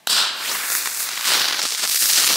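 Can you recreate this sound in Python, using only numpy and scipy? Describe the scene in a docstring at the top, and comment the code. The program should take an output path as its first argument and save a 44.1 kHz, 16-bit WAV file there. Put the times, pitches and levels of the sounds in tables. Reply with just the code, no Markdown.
"""Forest air; at 0.07 s a thrown smoke canister cracks alight: noise bursts, the second ringing the casing.
A jet vents at once: smooth hiss in five bands, with spurts and ever more spitting crackle.
It tumbles over the sandy track, so its brightness swings; delayed copies off casing and sand notch the hiss.
From about 0.6 s it lies on its side and a resonance is hollowed out of the hiss, until about 1.27 s."""
import sys
import numpy as np
from scipy import signal
from scipy.fft import rfft, irfft
from scipy.io import wavfile
from scipy.ndimage import map_coordinates

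SR = 44100
rng = np.random.default_rng(int(sys.argv[2]) if len(sys.argv) > 2 else 0)


def log_audio(samples):
    """Write samples as a 16-bit WAV file to the path given in sys.argv[1]."""
    # one column per channel
    frames = np.atleast_2d(samples).T
    # limit to full scale, then quantise
    limited = np.clip(frames, -1, 1)
    pcm = np.round(limited * 32767).astype(np.int16)
    wavfile.write(sys.argv[1], SR, pcm)


N = 104120
TIME_S = np.arange(N) / SR
FREQ_HZ = np.maximum(np.fft.rfftfreq(N, 1 / SR), 1)


def amp(db):
    """dB to amplitude factor."""
    return 10 ** (np.asarray(db) / 20)


def rms_one(x):
    """Scale each row to RMS 1."""
    return x / np.sqrt(np.mean(x ** 2, axis=-1, keepdims=True) + 1e-20)


def in_time(rows):
    """Interpolate each table column over the scene's time."""
    at_s, *columns = np.transpose(rows)
    return [np.interp(TIME_S, at_s, column) for column in columns]


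def coloured(x, points, weight=1):
    """Filter by a (hz, db) table, interpolated over log frequency."""
    at_hz, db = np.transpose(points)
    gain = amp(np.interp(np.log(FREQ_HZ), np.log(at_hz), db))
    return irfft(rfft(x) * gain * weight, N)


def drift(rate_hz):
    """Slow random wander of RMS 1: noise through a double one-pole low-pass."""
    r = np.exp(-2 * np.pi * rate_hz / SR)
    noise = rng.standard_normal(N + SR)
    return rms_one(signal.lfilter([1], [1, -2 * r, r * r], noise)[SR:])


def low(x, hz):
    """Second-order low-pass."""
    return signal.sosfilt(signal.butter(2, min(hz, 19000), fs=SR, output="sos"), x)


def high(x, hz):
    """Second-order high-pass."""
    return signal.sosfilt(signal.butter(2, hz, "high", fs=SR, output="sos"), x)


# forest air level: time_s, level_db
AIR_LEVEL = [(0, -53.5), (.07, -53.5), (.15, -49), (2.36, -54.5)]
# forest air spectrum: freq_hz, density_db_per_hz (relative)
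AIR_COLOUR = [(24, -61), (40, -40), (139, -8.5), (408, -16), (841, -6), (1460, -20), (1610, -10.5),
              (15600, -25)]


def forest_air():
    """Steady broadband air as coloured noise; two independent rows: mid, side."""
    level_db, = in_time(AIR_LEVEL)
    return amp(level_db) * rms_one(coloured(rng.standard_normal((2, N)), AIR_COLOUR))


# ignition cracks: start_s, level_db (before halving and flattening), hold_s, ring_share (0-1)
CRACKS = [(.0701, -13, .0004, .2), (.0722, -3, .0017, 1)]
# crack noise spectrum: freq_hz, gain_db
CRACK_COLOUR = [(100, -30), (600, -16), (1500, -4), (3000, 0), (9000, -2), (15000, -6)]
# casing ring modes: freq_hz, level_db (peak against noise RMS)
CRACK_RINGS = [(850, -8), (1500, 1), (3050, -3), (3900, 3)]
CRACK_TAIL_S, CRACK_TOP, CRACK_BASS_CUT_HZ = .0005, .36, 280


def cracks():
    """Noise and casing-ring bursts, held, then decaying exponentially; peaks saturate."""
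    noise = rms_one(coloured(rng.standard_normal((2, N)), CRACK_COLOUR))
    out = 0
    for start_s, level_db, hold_s, ring_share in CRACKS:
        age_s = TIME_S - start_s
        modes = sum(amp(db) * np.sin(2 * np.pi * hz * age_s) for hz, db in CRACK_RINGS)
        ring = ring_share * modes * [[1], [0]]   # mid only
        envelope = (age_s > 0) * np.exp(-np.maximum(age_s - hold_s, 0) / CRACK_TAIL_S)
        out = out + amp(level_db) * envelope * (noise + ring) / 2
    flat = CRACK_TOP * np.tanh(out / CRACK_TOP)
    return high(flat, CRACK_BASS_CUT_HZ)


# jet levels before flutter, spurts and trim:
# time_s, presence_db, then against presence: bass_db, low_mid_db, treble_db, top_treble_db
JET = [(0.08, -25, -21, -12, -6, -8), (0.092, -27, -21, -3, -7, 0), (0.1, -19.5, -18.5, -3, 1, -4.5),
       (0.21, -18, -18.5, 2, -6, -11.5), (0.31, -27, -20, 2.5, -10, -24), (0.36, -31, -13, 4, -10, -9.5),
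       (0.46, -30, -15.5, 5, 0.5, 1.5), (0.49, -24.5, -13, 0.5, -1, -4), (0.55, -30.5, -11.5, 2, 2, 6),
       (0.58, -27.5, -17, -4, -2.5, 1), (0.61, -30, -16, 1, -2, 2), (0.77, -28.5, -19, -1, 4, 11),
       (0.81, -25, -22.5, -7, -3.5, -0.5), (0.93, -32, -18, -1.5, 2.5, 4.5),
       (1.02, -29.5, -21.5, -3.5, 3, 8.5), (1.11, -25.5, -20, -6, -7.5, -8),
       (1.24, -27.5, -26.5, -0.5, -4.5, 0.5), (1.275, -17, -21.5, -5.5, -3.5, -4.5),
       (1.37, -17, -14.5, -3.5, -9, -6.5), (1.54, -23.5, -20.5, -4, -12, -10),
       (1.64, -26, -16.5, -6, -2.5, -9), (1.66, -23.5, -15.5, -6.5, -5, -8), (1.68, -29, -33, -5.5, 3, -5),
       (1.73, -24.5, -17.5, -13, -4, -6), (1.77, -31, -28, -3.5, 2, -1), (1.84, -24, -17, -8.5, -1, -5),
       (1.86, -29, -16, 0, 1, 0), (1.87, -26.5, -20, -10, 1, 1), (1.96, -23, -29, -9.5, 1.5, 4.5),
       (2.0, -26.5, -29, -9.5, 7.5, 8), (2.02, -24, -21.5, -6.5, 5.5, 7.5), (2.16, -20, -21, -10, 1, 0.5),
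       (2.18, -16.5, -16.5, -6.5, 0, -2), (2.24, -20, -10.5, -3.5, 0.5, -1.5),
       (2.26, -22.5, -21, -7.5, 3, 2), (2.3, -16.5, -9.5, -6.5, -4, -3), (2.36, -20, -10.5, -11, -1, -3)]
# band centres in JET column order: centre_hz
BAND_HZ = [4000, 500, 1500, 8000, 13000]
# vent spectrum within the bands: freq_hz, density_db_per_hz (relative)
JET_COLOUR = [(24, -71), (40, -30.5), (218, -18), (672, -13.5), (1390, -2.5), (2230, 0), (4710, 1),
              (6190, -1), (15600, -10.5)]
# flutter scale per band when crackle equals hiss: flutter_db
SPUTTER_DB = [2.4, 3.4, 2.6, 1.2, .8]
# part of a spurt's rise reaching each band: share
SPURT_SHARE = [0.66, 0.8, 0.78, 0.63, 0.25]
# part of a spurt's extra bass rise reaching each band: share
BASS_SHARE = [0, .2, 0.25, 0, 0]
# spitting: time_s, crackle_against_hiss_db
SPIT = [(.08, -21), (.4, -15), (.6, -11.5), (.9, -6), (1.3, -3.5), (1.6, -2.5), (1.95, -3), (2.36, -0.5)]
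JET_TRIM_DB, JET_RISE_S = -2.5, .0015
CLUMP_RATE_HZ, SPUTTER_RATE_HZ, SLOW_RATE_HZ, SLOW_DB = 60, 156, 7.2, .27


def jet():
    """One turbulent vent split into five fluttering bands, crossfaded over log frequency; rows: mid, side."""
    crackle_db, = in_time(SPIT)
    spurt_db, bass_db = spurts()
    clump = drift(CLUMP_RATE_HZ)
    sputter = 2 * np.tanh(drift(SPUTTER_RATE_HZ) / 2)
    source = vent(crackle_db, spurt_db, clump)
    presence_db, *others_db = in_time(JET)
    log_centres, rank = np.log(np.sort(BAND_HZ)), np.argsort(BAND_HZ)
    out = 0
    for k, relative_db in enumerate([0, *others_db]):
        weight = np.interp(np.log(FREQ_HZ), log_centres, rank == k)
        band = rms_one(coloured(source, JET_COLOUR, weight))
        flutter_db = SPUTTER_DB[k] * amp(crackle_db / 2) * sputter + SLOW_DB * drift(SLOW_RATE_HZ)
        rise_db = SPURT_SHARE[k] * spurt_db + BASS_SHARE[k] * bass_db
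        out = out + band * amp(presence_db + relative_db + flutter_db + rise_db + JET_TRIM_DB)
    return out * np.clip((TIME_S - CRACKS[-1][0]) / JET_RISE_S, 0, 1)   # opens with the last crack


# loudest single snaps: start_s
SNAPS = [.7509, .825, .947, 1.0047, 1.0278, 1.0729, 1.1756, 1.2114, 1.2275, 1.4835, 1.5102, 1.5323, 1.6178,
         1.6266, 1.6286, 1.6425, 1.6532, 1.6779, 1.6891, 1.7068, 1.7232, 1.749, 1.7802, 1.8759, 1.8937,
         1.9193, 1.9575, 2.2759]
SNAP_DB = 17   # in the vent, less half the spurt rise
CRACKLES_PER_S, CRACKLE_SPREAD_DB, CLUMP_DB = 900, 9.5, 3   # base rate
PUSH_SHARE = .65   # share of crackles with positive pressure


def vent(crackle_db, spurt_db, clump):
    """Smooth turbulence noise plus clumped random impulses and two-sample snaps; rows: mid, side."""
    size_db = CRACKLE_SPREAD_DB * np.minimum(rng.exponential(1, N), 2)
    sizes = amp(size_db) * np.sign(PUSH_SHARE - rng.random(N))
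    rate = CRACKLES_PER_S * amp(CLUMP_DB * clump + spurt_db / 2)
    born = rng.random(N) < rate / SR
    crackle = amp(crackle_db) * rms_one(sizes * born) * [[1], [0]]   # mid only
    out = rng.standard_normal((2, N)) + crackle
    out /= np.sqrt(1 + amp(2 * crackle_db))
    snaps = (np.array(SNAPS) * SR).astype(int)
    out[0, snaps] = out[0, snaps + 1] = amp(SNAP_DB - spurt_db[snaps] / 2)
    return out


# jet spurts, before the band shares: start_s, rise_db, length_s, extra_bass_db
SPURTS = [(0.0948, 4, 0.0064, -6), (0.129, 8, 0.003, -12), (0.174, 4, 0.014, 4), (0.513, 3.5, 0.0064, 10),
          (0.547, 3, 0.018, 21), (0.612, 3, .003, 12), (0.633, 2.5, 0.019, 22), (0.701, 11.5, 0.0029, 6),
          (0.712, 5.5, 0.0062, -12), (0.719, 12.5, 0.0045, 0), (0.724, 7, 0.0074, -10),
          (0.751, 15, 0.002, 35), (0.766, 8, 0.0016, 16), (0.857, 8.5, 0.0055, 31), (0.872, 8, 0.0037, 30),
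          (0.9475, 11.5, 0.0021, 7), (1.026, 2, 0.0024, 19), (1.089, 8, 0.0042, 15),
          (1.1746, 4.5, 0.0044, 20), (1.209, 9, 0.003, 17), (1.229, 10, 0.001, -3),
          (1.274, -0.5, 0.0057, 27), (1.335, 3.5, 0.017, -14), (1.481, 7, 0.0087, -10),
          (1.503, 3.5, 0.013, 13), (1.532, 5, 0.001, 18), (1.543, 7, 0.0039, 13), (1.592, 9, 0.0052, 3),
          (1.602, 7, 0.0039, 2), (1.6165, 10, .002, 2), (1.653, 9, 0.007, 4), (1.721, 10, 0.0032, 10),
          (1.748, 3, .003, 10), (1.779, 7, 0.002, 8), (1.794, 4, 0.0068, 37), (1.826, 7.5, 0.029, 12),
          (1.895, 5, 0.005, 14), (1.944, 8.5, 0.0056, 28), (1.96, 12, 0.0025, 23), (2.023, 3.5, 0.011, 16),
          (2.056, 7, 0.0022, 30), (2.096, 5.5, 0.0087, 17), (2.128, 12, 0.0025, -8), (2.133, 12, 0.0024, 9),
          (2.243, 4.5, 0.0093, 6), (2.266, 12, 0.0043, -5)]
SPURT_RISE_S = .0006


def spurts():
    """Pressure surges that jump, hold and fall; rows in dB: all bands, extra bass."""
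    out = np.zeros((2, N))
    for start_s, rise_db, length_s, bass_db in SPURTS:
        age_s = TIME_S - start_s
        fall = np.exp(-np.clip(age_s / length_s, 0, 9) ** 3)
        out += np.outer([rise_db, bass_db], np.clip(age_s / SPURT_RISE_S, 0, 1) * fall)
    return out


def echo(x, table, cut_hz):
    """Comb notches: add a dulled copy at a moving delay, scaled down for the added power."""
    delay_ms, strength = in_time(table)
    strength = np.clip(strength, 0, 1.3)
    pole = np.exp(-2 * np.pi * cut_hz / SR)
    dull = signal.filtfilt([1 - pole], [1, -pole], x)
    read_at = np.arange(N) - delay_ms * SR / 1000
    late = np.array([map_coordinates(row, [read_at], order=3) for row in dull])
    return (x + strength * late) / np.sqrt(1 + strength ** 2)


# casing reflection: time_s, delay_ms, strength (0-1)
CASING = [(0, 0.23, 0.9), (.4, 0.24, 0.67), (.48, 0.24, 0.14), (1.15, 0.26, 0.17), (1.27, 0.23, 0.34),
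          (1.6, 0.2, 0.32), (1.7, 0.22, 0.28), (2.36, 0.23, 0.08)]
CASING_CUT_HZ = 6900   # one pole, run both ways


def casing_reflection(x):
    """Hiss returned by the canister's own casing after a short path."""
    return echo(x, CASING, CASING_CUT_HZ)


# sand reflection, delay first shortening as the canister falls: time_s, delay_ms, strength (0-1)
SAND = [(0, .7, 0), (.35, 0.57, 0), (.44, 0.44, 0.02), (.5, 0.23, 0.58), (.55, 0.099, 0.18),
        (0.621, 0.11, 0.3), (1.9, 0.14, 0.12), (2, 0.52, 0.08), (2.15, 0.67, 0.07), (2.36, 0.7, 0.21)]
SAND_CUT_HZ = 7800   # one pole, run both ways


def sand_reflection(x):
    """Hiss returned by the sand; the delay follows the path length."""
    return echo(x, SAND, SAND_CUT_HZ)


# hollow, deepest while the canister lies on its side: time_s, depth (0-1)
HOLLOW = [(0, 0), (.58, 0.1), (.68, 0.77), (1.05, 0.6), (1.2, 0.35), (1.27, 0), (2.36, 0.15)]
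HOLLOW_HZ, HOLLOW_WIDTH_HZ = 3070, 1030


def hollow(x):
    """Subtract a changing share of one resonance."""
    b, a = signal.iirpeak(HOLLOW_HZ, HOLLOW_HZ / HOLLOW_WIDTH_HZ, fs=SR)
    depth, = in_time(HOLLOW)
    return x - np.clip(depth, 0, 1) * signal.lfilter(b, a, x)


# side gain either side of the split: time_s, below_split_db, above_split_db
WIDTH = [(0, -19, -26), (.3, -11.5, -7.5), (.45, -15, -48), (.7, -24.5, -55), (1.2, -49, -72),
         (1.45, -52, -18), (1.7, -60, -63), (2.36, -57, -60)]
WIDTH_SPLIT_HZ, BASS_EDGE_HZ = 5000, 550
BASS_WIDTH_DB, AIR_SIDE_DB = -17.5, -2   # bass_width is added to the below-split side


def stereo_side(side):
    """Set the width by frequency: scale the side signal below and above the split, and add bass."""
    bass = low(low(side, BASS_EDGE_HZ), BASS_EDGE_HZ)
    split = signal.butter(4, WIDTH_SPLIT_HZ, fs=SR, output="sos")
    below = signal.sosfiltfilt(split, side)
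    below_db, above_db = in_time(WIDTH)
    return amp(BASS_WIDTH_DB) * bass + amp(below_db) * below + amp(above_db) * (side - below)


def scene():
    """Mix reflected jet, cracks and air; decode mid and side to left and right."""
    mid, side = sand_reflection(casing_reflection(hollow(jet()))) + cracks()
    air_mid, air_side = forest_air()
    side = stereo_side(side) + amp(AIR_SIDE_DB) * low(air_side, BASS_EDGE_HZ)
    return mid + air_mid + side * [[1], [-1]]


MIC_BASS_CUT_HZ, CUTOFF_HZ = 146, 15720


def record(dry):
    """Clip the peaks, roll off the bass, cut the top steeply."""
    thin = high(np.clip(dry, -.85, .85), MIC_BASS_CUT_HZ)
    top_cut = signal.ellip(14, .3, 75, CUTOFF_HZ, fs=SR, output="sos")
    return signal.sosfilt(top_cut, thin)


dry = scene()
out = record(dry)
log_audio(out)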